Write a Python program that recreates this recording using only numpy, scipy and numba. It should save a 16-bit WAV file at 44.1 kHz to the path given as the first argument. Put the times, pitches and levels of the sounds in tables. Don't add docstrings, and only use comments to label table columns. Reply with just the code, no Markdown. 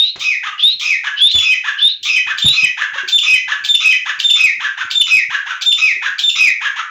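import sys
import numpy as np
from scipy import signal
from scipy.fft import rfft, irfft, next_fast_len
from scipy.io import wavfile
from scipy.ndimage import uniform_filter1d
from numba import njit

SR = 44100
rng = np.random.default_rng(int(sys.argv[2]) if len(sys.argv) > 2 else 0)


def output_pcm(signal):
    pcm = np.clip(np.atleast_2d(signal).T, -1, 1) * 32767
    wavfile.write(sys.argv[1], SR, np.round(pcm).astype(np.int16))


def makeup_ratio(level_db):
    decades = np.asarray(level_db, float) / 20
    return 10 ** decades


N = 304290

# start_s, kee_lag_s, level_db, whistle_length_factor (0 = none), kee_slides (0 = snaps)
CALLS = [(0.192, .01, -5.5, 0.004, 1), (.793, .012, -2.5, 0.01, 1), (1.303, 0.098, -2, .9, 0),
         (2.027, 0.019, -1.5, 0, 0), (2.374, 0.15, 0, 1.05, 0), (3.075, 0.15, 0.5, 1.2, 0),
         (3.637, 0.16, 1.5, 1, 0), (4.189, .16, 0.5, 1.3, 1), (4.901, 0.16, 0.23, 1.01, 1),
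         (5.609, .161, -0.5, 1.01, 1), (6.181, 0.17, 2.15, 1.01, 1)]
# start_s, level_db, length_factor, split_pitch_factor
TARS = [(0.428, -8, 0.77, 0.74), (1.035, -5, 0.65, 1.005), (1.636, -4.5, 0.88, 1.01),
        (2.263, -5, 0.76, 1.03), (2.768, -3.5, 0.93, 1.03), (2.928, -8.5, 1.01, 0.96),
        (3.474, -3, 0.82, 1.004), (4.053, -3, 0.74, 1.017), (4.596, -4.5, 0.93, 1.01),
        (4.769, -8.5, 0.79, 0.89), (5.297, -3.5, 0.87, 1.01), (5.454, -9, 0.96, 0.88),
        (6.015, -4, 0.85, 0.95), (6.606, -3.5, 0.91, 1), (6.755, -7, 0.7, 0.78)]
# stages = length_s, level_db, half_partials_db, roughness_0_to_1; hz = from_hz, to_hz per stage
TIK = dict(stages=[(.009, -2, -27, 0.1), (.022, -0.5, 5, 0.72)], hz=[(2278, 2450), (1802, 1500)],
       blend_s=0.0027, sag_db=8.5, release_s=0.011)
BARE_TIK = dict(stages=[(.05, -4, -2, .9)], hz=[(1880, 1800)], blend_s=.004, sag_db=4, release_s=.016)
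WHEET = dict(stages=[(.074, -3, -50, 0.028)], hz=[(3600, 3530)],
         blend_s=0.0098, sag_db=-0.5, release_s=.011)
CLUCK = dict(stages=[(.005, 5, -25, 0.26), (.018, 12.3, -14.5, 0.44)], hz=[(3465, 2500), (2893, 2500)],
         blend_s=0.0032, sag_db=10, release_s=0.01)
SPLIT_NOTE = dict(stages=[(.03, -10.5, -31, .15)], hz=[(3090, 3020)],
              blend_s=.005, sag_db=3, release_s=.012)
TAR = dict(stages=[(.045, -13.5, -17.5, 0.14), (.042, -16.5, 13.5, .36)], hz=[(700, 1400), (1200, 1020)],
       blend_s=0.012, sag_db=7.5, release_s=.015)
# length_s, level_db, half_partials_db, roughness_0_to_1
RISE_STAGES = [
    (.04, -10, -21.5, 0.52),
    (.066, 7, -36.5, 0.064),
    (.04, 0, -48.5, 0.23),
    (0.015, -1.5, -43.5, .12),
]
# freq_hz, gain_db
BEAK_WIDE = [(300, -67), (800, -47), (1300, -44.5), (2500, -22), (3000, 0), (3550, 4), (4600, -7),
             (5600, -9), (7100, -11.5), (10700, -12.5), (14300, 1)]
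BEAK_HALF = [(300, -91.5), (800, -55), (1250, -21), (2000, -2.5), (2600, 1), (3050, 1.5), (3800, 0.5),
             (4500, -14.5), (5100, 1), (6200, -2), (7300, -15.5)]
BEAK_SHUT = [(250, -57), (550, -38), (800, -12), (1200, -3.5), (1700, 2), (2200, -14.5), (2800, -14),
             (3500, -14), (4500, -34.5), (6600, -28.5), (7400, -41), (14000, -35.5)]
HEN_BEAK = [(300, -89.5), (1000, -23), (2000, -20.5), (2800, -1), (4000, -9), (5000, -17), (6500, -29.5),
            (7400, -41)]
# start_s, level_db, length_factor, steady_hz, weakening_hz
RISES = [
    (-.096, 1.3, 1.23, 3627, 3736),
    (0.579, 2.8, 1, 3430, 3804),
    (1.161, 2.7, 1.03, 3284, 3643),
    (1.772, 1.4, 0.95, 3430, 3685),
    (2.405, 1.8, 1.02, 3564, 3890),
]
# start_s, peak_db, ring_hz, crack_db
THUMPS = [
    (0.158, -41, 377, 16),
    (1.35, -19, 87.6, -0.5),
    (2.445, -16.5, 193, -47),
    (2.456, -11, 134.7, -8),
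    (2.632, -26.5, 173, -1.5),
    (2.957, -35.5, 554, -16),
    (3.034, -35.5, 377, -10.5),
    (5.966, -41.5, 394, -11),
]
# freq_hz, t60_s
WALL_RING = [(500, 0.22), (1100, 0.37), (1700, 0.42), (2600, 0.37), (3600, 0.24), (5500, 0.27),
             (8000, 0.33)]
# freq_hz, density_db_per_hz
HUSH = [(18, -87), (30, -66), (270, -36.5), (747, -69.5), (1470, -11), (2300, -24.5), (3980, 8.5),
        (5040, -27), (6210, -51), (9430, -87), (15500, -33.5)]
# freq_hz, density_db_per_hz
TRAFFIC = [(30, -29), (100, 4), (200, -3), (350, -3), (600, -34)]


def cock():
    wheet_lag_share, easy_lag_s, rush_flat = .29, .162, 0.063
    cluck_lag_s, split_lag_s = .061, .11
    tiks, bare_tiks, wheets, clucks, kees, splits = [], [], [], [], [], []
    for s, lag_s, db, length, slides in CALLS:
        if length > .5:
            wheet_s = s + wheet_lag_share * lag_s
            tiks.append((s, db + 0.5, 1, 1))
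            wheets.append((wheet_s, -4, length, 1 - rush_flat * (1 - lag_s / easy_lag_s)))
            clucks.append((wheet_s + min(cluck_lag_s, lag_s / 2), -9, 1, 1))
        else:
            bare_tiks.append((s, db, 1, 1))
        kees.append((kee(slides > .5), BEAK_HALF, [(s + lag_s, db, 1, 1)]))
        if slides < .5:
            splits.append((s + lag_s + split_lag_s, db, 1, 1))
    middle = [(shaped(**BARE_TIK), BEAK_WIDE, bare_tiks),
              (shaped(**TIK), BEAK_WIDE, tiks),
              (shaped(**CLUCK), BEAK_WIDE, clucks)]
    middle += kees + [(shaped(**SPLIT_NOTE), BEAK_HALF, splits)]
    tars = [(tar(pitch), BEAK_SHUT, [(s, db, length, 1)]) for s, db, length, pitch in TARS]
    whistle = bird([(shaped(**WHEET), BEAK_WIDE, wheets)], wet_db=1.9, breath_db=-8.5, overtone_db=-4.5)
    low = bird(tars, wet_db=-3.0, breath_db=20, overtone_db=0.0)
    return whistle + low + bird(middle, wet_db=-0.86, breath_db=-6, overtone_db=-16.5)


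def kee(slides):
    lead = (.031, -14, 11, .7)
    hold_s, *hold = .063, -2.5, -25, .15
    hz = [(2250, 2550), (2560, 2515)]
    if slides:
        ends = [(hold_s, *hold), (.06, -3, -42, .08)]
        ends_hz = [(2515, 1842)]
    else:
        snap_wait_s = .028
        ends = [(hold_s + snap_wait_s, *hold), (.016, -7, -30, .15), (.026, -11, -4, .25)]
        ends_hz = [(2515, 2005), (2005, 1990)]
    return shaped([lead] + ends, hz + ends_hz, blend_s=0.028, sag_db=7.0, release_s=0.018, attack_s=.009)


def tar(pitch):
    scoop_hz, split_hz = TAR["hz"]
    return shaped(**dict(TAR, hz=[scoop_hz, np.multiply(split_hz, pitch)]))


def hen():
    notes = [(rise(*hz), HEN_BEAK, [(s, db, length, 1)]) for s, db, length, *hz in RISES]
    return bird(notes, wet_db=-7.5, breath_db=-13.5, overtone_db=-28.5)


def rise(steady_hz, knee_hz):
    start_hz, end_hz, hook_share = 2950, 4220, .5
    hook_hz = end_hz - hook_share * (end_hz - knee_hz)
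    hz = [start_hz, steady_hz, knee_hz, hook_hz, end_hz]
    return shaped(RISE_STAGES, list(zip(hz, hz[1:])), blend_s=0.02, sag_db=1.5, release_s=0.022)


def shaped(stages, hz, blend_s, sag_db, release_s, attack_s=1):
    start, rate, effort = 0, [], [(0, stages[0][1] - 18, *stages[0][2:])]
    for (s, *held), (from_hz, to_hz) in zip(stages, hz):
        rate += [(start + 0.00218, from_hz), (start + s, to_hz)]
        blend_end = start + min(blend_s, .7 * s, 1 if start else attack_s)
        effort += [(blend_end, *held), (start + s, *held)]
        start += s
    db, *voice = stages[-1][1:]
    effort[-1:] = [(start, db - sag_db, *voice), (start + release_s, db - sag_db - 31, *voice)]
    return rate, effort


def syllable(rate, effort, beak, length, hoarse, pitch, breath_db, overtone_db):
    size = next_fast_len(int(effort[-1][0] * length * SR) + 99)
    t = np.arange(size) / SR / length
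    s, *cols = np.transpose(effort)
    db, half_db, rough = [np.interp(t, s, c) for c in cols]
    rough = np.clip(rough + hoarse, 0, 1)
    pitch_shake, level_shake = unit(band(rng.standard_normal((2, size)), 263, "low", order=4))
    hz = pitch * np.interp(t, *np.transpose(rate)) * (1 + 0.0765 * rough * pitch_shake)
    k = np.arange(1, 17)[:, None] / 2
    source_db = (k % 1 > 0) * half_db + overtone_db * np.log2(np.maximum(k, 1))
    gain_db = source_db + along(beak, k * hz) - 90 * (k * hz > SR / 3)
    phase = 2 * np.pi * k * np.cumsum(hz) / SR + k * k
    tone = np.sum(makeup_ratio(gain_db) * np.sin(phase), axis=0)
    flutter = 1 - .5 * rough + 0.42 * rough * level_shake
    breath = makeup_ratio(breath_db) * (rough + 0.0033) * band(coloured(size, beak), 2260, "high", order=4)
    return (t < s[-1]) * makeup_ratio(db) * (tone * flutter + breath)


def bird(parts, wet_db, breath_db, overtone_db):
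    track = np.zeros(N + SR)
    for (rate, effort), beak, notes in parts:
        for s, db, length, pitch in notes:
            note = syllable(rate, effort, beak, length, 0.048, pitch, breath_db, overtone_db)
            add(track, s, makeup_ratio(db) * yard(note, wet_db))
    return track[SR:]


def thumps():
    ring_t60_s, crack_t60_s = .088, 0.17
    track, t = np.zeros(N + SR), np.arange(SR // 5) / SR
    for s, db, hz, crack_db in THUMPS:
        ring = np.sin(2 * np.pi * hz * t) * makeup_ratio(-60 * t / ring_t60_s) * (1 - np.exp(-t / 0.00027))
        crack = makeup_ratio(crack_db - 60 * t / crack_t60_s) * band(rng.standard_normal(len(t)), 3800, "low")
        add(track, s, makeup_ratio(db + 4.5) * yard(ring + crack, wet_db=-6.5))
    return track[SR:]


def yard(x, wet_db):
    hz, t, z = signal.stft(rng.standard_normal(SR // 2), SR, nperseg=256)
    tail = signal.istft(z * makeup_ratio(-60 * t / along(WALL_RING, hz)[:, None]), SR, nperseg=256)[1]
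    build_up_s = .01
    tail = tail * (1 - np.exp(-np.arange(len(tail)) / SR / build_up_s))
    tail = makeup_ratio(wet_db) * tail / np.linalg.norm(tail)
    tail[0] = 1
    return signal.fftconvolve(x, tail)


def background():
    swell = unit(band(rng.standard_normal(N), 12.3, "low"))
    return makeup_ratio(-61) * coloured(N, HUSH) + makeup_ratio(-70 + 11.0 * swell) * coloured(N, TRAFFIC)


def add(track, s, x):
    spot = track[round((s + 1) * SR):][:len(x)]
    spot += x[:len(spot)]


def unit(x):
    return x / np.sqrt(np.mean(x ** 2) + 1e-20)


def along(points, hz):
    f, v = np.transpose(points)
    return np.interp(np.log(np.maximum(hz, 1)), np.log(f), v)


def band(x, hz, kind, order=2):
    return signal.sosfilt(signal.butter(order, hz, kind, fs=SR, output="sos"), x)


def coloured(size, points):
    spectrum = rfft(rng.standard_normal(size))
    return unit(irfft(spectrum * makeup_ratio(along(points, np.fft.rfftfreq(size, 1 / SR))), size))


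def scene():
    voices = cock() + hen() + thumps()
    trace = makeup_ratio(-30.5) * band(voices, 7600, "high", order=8)
    return (band(voices, 7250, "low", order=14) + trace + background())[None]


@njit
def follow(level, rise, fall):
    out, state = np.empty_like(level), level[0]
    for i in range(len(level)):
        state += (rise if level[i] > state else fall) * (level[i] - state)
        out[i] = state
    return out


def top_cut(x):
    return signal.sosfilt(signal.butter(12, 16010, fs=SR, output="sos"), x)


def record(dry):
    attack_s, release_s = 0.0049, .06
    power = np.abs(uniform_filter1d(dry[0] ** 2, size=88))
    power = follow(power, 1 / (attack_s * SR), 1 / (release_s * SR))
    x = dry * makeup_ratio(-6.5) * (power + makeup_ratio(-76)) ** -.17
    top = np.where(x > 0, .64, .7)
    x = x / (1 + np.abs(x / top) ** 9) ** (1 / 9)
    hiss = coloured(N, [(7000, -49), (9500, -7.0), (12000, -8.0), (14000, 2), (15500, -9.5)])
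    x = x + hiss * (makeup_ratio(-90.0) + makeup_ratio(-62.5) * np.abs(uniform_filter1d(x ** 2, size=1500)))
    return top_cut(band(x, 46, "high"))


dry = scene()
out = record(dry)
output_pcm(out)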